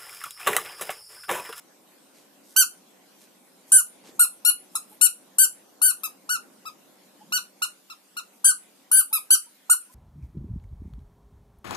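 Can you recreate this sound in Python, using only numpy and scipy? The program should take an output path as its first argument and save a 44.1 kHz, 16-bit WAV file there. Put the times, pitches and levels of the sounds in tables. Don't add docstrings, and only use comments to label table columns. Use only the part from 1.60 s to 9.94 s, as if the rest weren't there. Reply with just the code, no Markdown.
import sys
import numpy as np
from scipy import signal
from scipy.io import wavfile
from scipy.ndimage import uniform_filter1d, minimum_filter1d

SR = 44100
rng = np.random.default_rng(int(sys.argv[2]) if len(sys.argv) > 2 else 0)


def unload_audio(sound):
    columns = np.transpose(np.atleast_2d(sound))
    steps = np.round(np.clip(columns, -1, 1) * 32767)
    wavfile.write(sys.argv[1], SR, steps.astype(np.int16))


def elevation(decibels):
    levels = np.asarray(decibels, float)
    return 10 ** (levels / 20)


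N = 367970

# [t/s, level/dB]
HUM_LEVEL = [(0.0, -61.5), (0.7, -61), (1.952, -61.5), (2.46, -57.5), (2.85, -59.5), (5.201, -60),
             (5.799, -60.5), (6.301, -66.5), (6.7, -63.5), (7.501, -63), (7.799, -68), (8.34, -65)]
# [f/Hz, density/dB]
HUM_SPECTRUM = [(24, -79), (40, -44.5), (96, -49.5), (177, -8.5), (266, 2), (568, -7.5), (747, -4.5),
                (1120, -10.5), (1210, -19.5), (1500, -17.5), (1950, -61.5), (3300, -120)]
# [f/Hz, width/Hz, level/dB]
HUM_MODES = [(194.4, 20, -69), (273, 21, -74), (346.4, 10, -81.5), (535, 76, -70.5), (618, 7.7, -78),
             (757, 12, -79)]
# [f/Hz, density/dB]
HISS_SPECTRUM = [(590, -29.5), (1000, 2.5), (1050, 3.5), (1310, 5.5), (3420, 3), (13400, 1), (14500, 2)]
HISS_DB = -58.5
# [f/Hz, correlation/1]
LIKENESS = [(60, 0.66), (250, 0.54), (600, 0), (1630, 0.36), (4890, -0.0), (14700, 0.31)]
# [t/s, length/s, low edge f/Hz, high edge f/Hz, level/dB]
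PUFFS = [(0.524, 0.14, 1500, 11100, -60), (0.827, 0.2, 4570, 13900, -57.5),
         (1.581, 0.098, 2010, 14140, -56.5), (2.061, 0.25, 5860, 14000, -50.5),
         (2.431, 0.097, 400, 8350, -53), (2.417, 0.2, 156, 488, -54.5), (5.617, .25, 160, 255, -55.5),
         (2.53, 0.074, 6060, 12000, -62.5), (3.109, 0.13, 6730, 13900, -55),
         (3.274, 0.12, 8700, 14100, -54.5), (6.71, 0.12, 7140, 13860, -64), (7.144, 0.052, 380, 5250, -69),
         (8.305, 0.2, 7000, 14200, -52)]
# [t/s, length/s, f/Hz, level/dB]
PEEPS = [
    (5.602, .034, 860, -60),
    (3.31, .03, 860, -65),
    (7.508, .025, 900, -59),
    (7.86, .03, 950, -70),
    (8.29, .03, 1020, -68),
]
# [first beat t/s, length/s, top f/Hz, top level/dB, share of length before letting go/1]
SQUEEZES = [(0.963, 0.07, 1554, -15, 0.46), (2.119, 0.089, 1552, -13.5, 0.32),
            (2.594, 0.057, 1441, -15, 0.36), (2.849, 0.058, 1450, -19, 0.84),
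            (3.153, 0.019, 1382, -26, 0.33), (3.412, 0.062, 1487, -17.5, 0.55),
            (3.784, 0.074, 1557, -15.5, 0.49), (4.217, 0.098, 1530, -21, 0.42),
            (4.434, .039, 1326, -35, 0.23), (4.692, .076, 1489, -30, 0.35), (5.054, 0.043, 1318, -42, .3),
            (5.723, 0.06, 1499, -25.5, 0.59), (6.02, 0.03, 1446, -26, 0.39),
            (6.299, 0.032, 1383, -43, 0.23), (6.567, 0.034, 1444, -37.5, 0.26),
            (6.844, 0.073, 1593, -16.5, 0.25), (7.315, 0.1, 1549, -17, 0.69),
            (7.528, 0.052, 1334, -24, 0.15), (7.705, 0.052, 1559, -13, .5),
            (8.098, .041, 1470, -15.5, 0.69)]
# [fundamental level/dB, 3.5 kHz level/dB, 6 kHz level/dB, 13 kHz level/dB]
GRIPS = [(-16, -7, -3, -1), (-25, -23.5, -12, -8), (-23.5, -20, -26, -12), (-21, -10.5, -16.5, -8.5),
         (-13.5, -11, -10.5, -7), (-25, -9, -9.5, -10), (-24, -15.5, -8.5, -4.5), (-18.5, -14.5, -15.5, -5),
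         (-8.5, -1, -6, 8), (-0.5, 0, 0.5, -8), (12, 11.5, 1.5, 4.5), (-1.5, 6.5, 4.5, 0.5),
         (-2, 4.5, 0.5, -5), (13.5, 14.5, 7.5, 4), (2.5, 7.5, 1.5, 0.5), (-20.5, -18, -11, -15),
         (-23, -19.5, -19.5, -7), (-22.5, -11.5, -21, -1.5), (-29, -14, -12.5, -10.5),
         (-19, -18.5, -17.5, -10)]
# [overtones left-right/dB, fundamental left-right/dB]
BALANCES = [(-3, -5.5), (0, 4), (1.5, -2.5), (10, -3), (3, -7.5), (16.5, -6), (7, -7), (9.5, -1.5), (9, 10.5),
            (15, -3), (9, 5.5), (4, -0.5), (5.5, -5.5), (5, 2), (7, 1.5), (5, 1.5), (5.5, 4.5), (1.5, 9),
            (0.5, -4.5), (1, -8)]
# [t/s, lead/samples]
LEFT_LEAD = [
    (0.96, 0.5),
    (2.12, 4.75),
    (3.15, 8.6),
    (3.41, 10.8),
    (4.2, 9.6),
    (4.7, 10.6),
    (6.57, 10.4),
    (8.1, 6.3),
]
# [delay/s, left level/dB, right level/dB]
ECHOES = [(.0011, -21.5, -14.5), (.0023, -21, -12.5), (.0041, -27, -21.5), (.0067, -25.5, -13),
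          (.0098, -27.5, -38)]
# [f/Hz, t60/s]
ROOM_T60 = [(1000, 0.15), (3000, 0.14), (7000, 0.14), (10000, 0.17), (14000, 0.11)]

RISE, SAG, SAG_POWER, PLUNGE, PLUNGE_S = 0.034, 0.1, 1.3, 0.091, 0.0042
RISE_PER_DB, FIRM_DB = 0.002, -11.5
DB_PER_SHARE = 93
HIDDEN_SHARE, OPEN_DB = 0.2, -17


def evened(x):
    return x / np.sqrt(np.mean(x ** 2) + 1e-20)


def read(points, hz):
    f, value = np.transpose(points)
    return np.interp(np.log(hz + 1), np.log(f + 1), value)


def add(mix, start_s, sound):
    part = mix[:, round(start_s * SR):][:, :sound.shape[-1]]
    part += sound[..., :part.shape[1]]


def wander(count, size):
    white = rng.standard_normal((count, 9000))
    return evened(signal.fftconvolve(white, np.hanning(2 * size)[None], "valid"))


def noise(spectrum, patchy_db):
    frames, hz = N // 256 + 5, np.fft.rfftfreq(1024, 1 / SR)
    a, b, c, d, patches = rng.standard_normal((frames, 513, 5)).T
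    patches = uniform_filter1d(patches, size=10, axis=0)
    patches = evened(uniform_filter1d(patches, size=12, axis=1))
    same = np.clip(read(LIKENESS, hz), -1, 1)[:, None]
    left = a + 1j * b
    right = same * left + np.sqrt(1 - same ** 2) * (c + 1j * d)
    z = np.array([left, right]) * elevation(read(spectrum, hz)[:, None] + patchy_db * patches)
    return evened(signal.istft(z, nperseg=1024, noverlap=768)[1][:, :N])


def hum():
    tones = np.zeros(N)
    for hz, width_hz, db in HUM_MODES:
        peak = signal.iirpeak(hz, hz / width_hz, SR)
        tones += elevation(db) * evened(signal.lfilter(*peak, rng.standard_normal(N)))
    level_db = np.interp(np.arange(N) / SR, *np.transpose(HUM_LEVEL))
    return elevation(level_db) * (noise(HUM_SPECTRUM, patchy_db=1.4) + tones / elevation(level_db.mean()))


def hiss():
    return elevation(HISS_DB) * noise(HISS_SPECTRUM, patchy_db=3.0)


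def room(near, tail_db=-8, early_db=3, late_db=-22, late_factor=2.1):
    taps = np.zeros((2, SR // 2))
    at = np.arange(200, SR // 2 - 20, 20) + rng.integers(0, 20, (2, (SR // 2 - 201) // 20))
    np.put_along_axis(taps, at, rng.choice([-1., 1.], at.shape), 1)
    hz, t, z = signal.stft(taps, SR, nperseg=256)
    fall_db = -60 * t / read(ROOM_T60, hz)[:, None]
    decay = elevation(early_db + 4.27 * fall_db) + elevation(fall_db) + elevation(late_db + fall_db / late_factor)
    tail = signal.istft(z * decay, SR, nperseg=256)[1]
    tail *= elevation(tail_db) / np.linalg.norm(tail[0])
    echoes = np.zeros((2, 800))
    echoes[:, 0] = 1
    for n, (delay_s, left_db, right_db) in enumerate(ECHOES):
        at = [round(delay_s * SR), round(delay_s * SR * 1.12)]
        echoes[[0, 1], at] = (-1) ** n * elevation(np.array([left_db, right_db]))
    direct = signal.fftconvolve(near[:2], echoes, axes=1)[:, :N]
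    around = signal.fftconvolve(near[2:], tail, axes=1)[:, :N]
    return direct + around


def puff(start_s, length_s, low_hz, high_hz, db):
    u = np.arange(0, 1, 1 / SR / length_s)
    shared, left, right, grain = rng.standard_normal((4, 12000))[:, :len(u)]
    air = 1.7 * shared + np.array([left, right])
    air *= elevation(2.8 * evened(uniform_filter1d(grain, size=90)))
    band = signal.butter(2, [low_hz, min(high_hz, 16000)], "band", fs=SR, output="sos")
    swell = np.sin(np.pi * u ** 0.8)
    return start_s, elevation(db) * evened(signal.sosfilt(band, air)) * swell


def peep(start_s, length_s, hz, db):
    u = np.arange(0, 1, 1 / SR / length_s)
    turns = np.cumsum(hz * (0.93 + 0.12 * u)) / SR
    return start_s, elevation(db) * np.sin(np.pi * u) * np.sin(2 * np.pi * turns)


def squeak(squeeze, grip, balance, swing_s=0.0051, wake=0.13, wake_s=0.0022, dull_db=0.3636, snap_db=-11):
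    waver, coast_s, leak = 0.0006, 0.013, 0.8
    start_s, length_s, top_hz, level_db, peak = squeeze
    end_s = start_s + length_s
    (low_db, middle_db, upper_db, top_db), (pan_db, low_pan_db) = grip, balance
    t = np.arange(start_s - swing_s, end_s + coast_s, 1 / SR)

    u = ((t - start_s) / length_s).clip(0, 1)
    rise = RISE + RISE_PER_DB * (FIRM_DB - level_db)
    under = rise * (1 - u / peak).clip(0) ** 2
    under += SAG * ((u - peak) / (1 - peak)).clip(0) ** SAG_POWER
    under += PLUNGE * np.exp(np.minimum(t - end_s, 0) / PLUNGE_S)
    hz = top_hz * (1 - under)
    hz *= 1 - wake * np.exp(-(t - start_s) / wake_s).clip(0, 3)
    hz *= 1 - 0.21 * np.clip((t - end_s) / coast_s, 0, 1)
    hz *= 1 + waver * wander(count=1, size=90)[0][:len(t)]
    db = level_db - DB_PER_SHARE * under

    k = np.arange(1, 13)[:, None]
    shade = [(1700, low_db + 8.5), (2300, middle_db), (4700, middle_db), (6200, upper_db),
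             (7600, 0.46 * upper_db - 0.14), (9300, 1.0), (10800, 0.13), (12500, top_db), (14500, top_db - 5.5)]
    shade_db = read(shade, k * hz)
    tone = elevation(shade_db) * (k * hz < 15500)
    tone /= np.sqrt((tone ** 2).sum(0).mean() / 2)
    tone *= elevation(dull_db * (k - 5) / 5 * (db - db.max()))
    tone *= elevation(2.6 * wander(count=12, size=400)[:, :len(t)])
    beating = np.clip((t - start_s + 0.001) / 0.0024, 0, 1) ** 2
    beating *= np.clip((end_s + 0.004 - t) / 0.008, 0, 1)
    swinging = np.clip((t - t[0]) / (swing_s + 0.002), 0, 1) ** 2
    swinging *= np.clip((t[-1] - t) / coast_s, 0, 1)
    tone *= elevation(db) * np.where(k == 1, swinging, beating)

    side = elevation(np.where(k < 2, low_pan_db, pan_db * np.clip((k - 2) / 4, 0, 1)) / 2)
    turns = np.cumsum(hz) / SR
    lag_turns = hz / SR * np.interp(start_s, *np.transpose(LEFT_LEAD))
    phase = 0.1 * k ** 2
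    left = tone * np.cos(2 * np.pi * k * turns - phase)
    right = tone * np.cos(2 * np.pi * k * (turns - lag_turns) - phase)
    around = left * elevation((leak - 1) * shade_db)
    hidden = elevation(HIDDEN_SHARE * (middle_db - OPEN_DB) / 2)
    paths = [left / hidden * side, right / hidden / side, around * hidden]

    ragged = np.diff(rng.standard_normal((3, 8000)))[:, :len(t)] / np.sqrt(2)
    snap = elevation(db[0] + snap_db) * beating * np.exp(-abs(t - start_s) / 0.0051) * ragged
    return t[0], np.array([x.sum(0) for x in paths]) + snap


def scene():
    near, hand = np.zeros((3, N)), np.zeros((2, N))
    for row in PUFFS:
        add(hand, *puff(*row))
    for row in PEEPS:
        add(near, *peep(*row))
    for squeeze, grip, balance in zip(SQUEEZES, GRIPS, BALANCES):
        add(near, *squeak(squeeze, grip, balance))
    return hum() + hiss() + hand + elevation(10.5) * room(near)


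def gain_control(x, knee_db=-32, recover_db_per_s=45, duck_share=0.25):
    power_db = 10 * np.log10(abs(uniform_filter1d((x ** 2).mean(0), size=130)) + 1e-12)
    fall_db = np.arange(N) * recover_db_per_s / duck_share / SR
    held_db = np.maximum.accumulate(power_db + fall_db) - fall_db
    over_db = np.maximum(held_db - knee_db, 0)
    return x / elevation(duck_share * uniform_filter1d(over_db, size=90))


def gate(x):
    under_db, cut_db, low_hz, high_hz = 16.5, -30, 1850, 13500
    hz, _, z = signal.stft(x, SR, nperseg=1024, noverlap=768)
    band_db = 10 * np.log10(abs(uniform_filter1d(abs(z) ** 2, size=11, axis=1)) + 1e-20)
    loudest_db = -minimum_filter1d(-band_db, size=49, axis=1)
    in_range = ((hz > low_hz) & (hz < high_hz))[:, None]
    shut = (band_db < loudest_db - under_db) & in_range
    return signal.istft(z * elevation(cut_db * shut), SR, nperseg=1024, noverlap=768)[1][:, :N]


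def band_limit(x):
    return signal.sosfilt(signal.butter(12, 15280, fs=SR, output="sos"), x)


def record(dry):
    x = gain_control(dry)
    straight = np.clip(x, -0.55, 0.55)
    x = straight + 0.22 * np.tanh((x - straight) / 0.22)
    x = signal.sosfilt(signal.butter(2, 140, "high", fs=SR, output="sos"), x)
    edge = signal.firwin(511, 14200, window=("kaiser", 10), fs=SR)
    mix = gate(signal.oaconvolve(x, edge[None], "same"))
    return band_limit(mix)


dry = scene()
out = record(dry)
unload_audio(out)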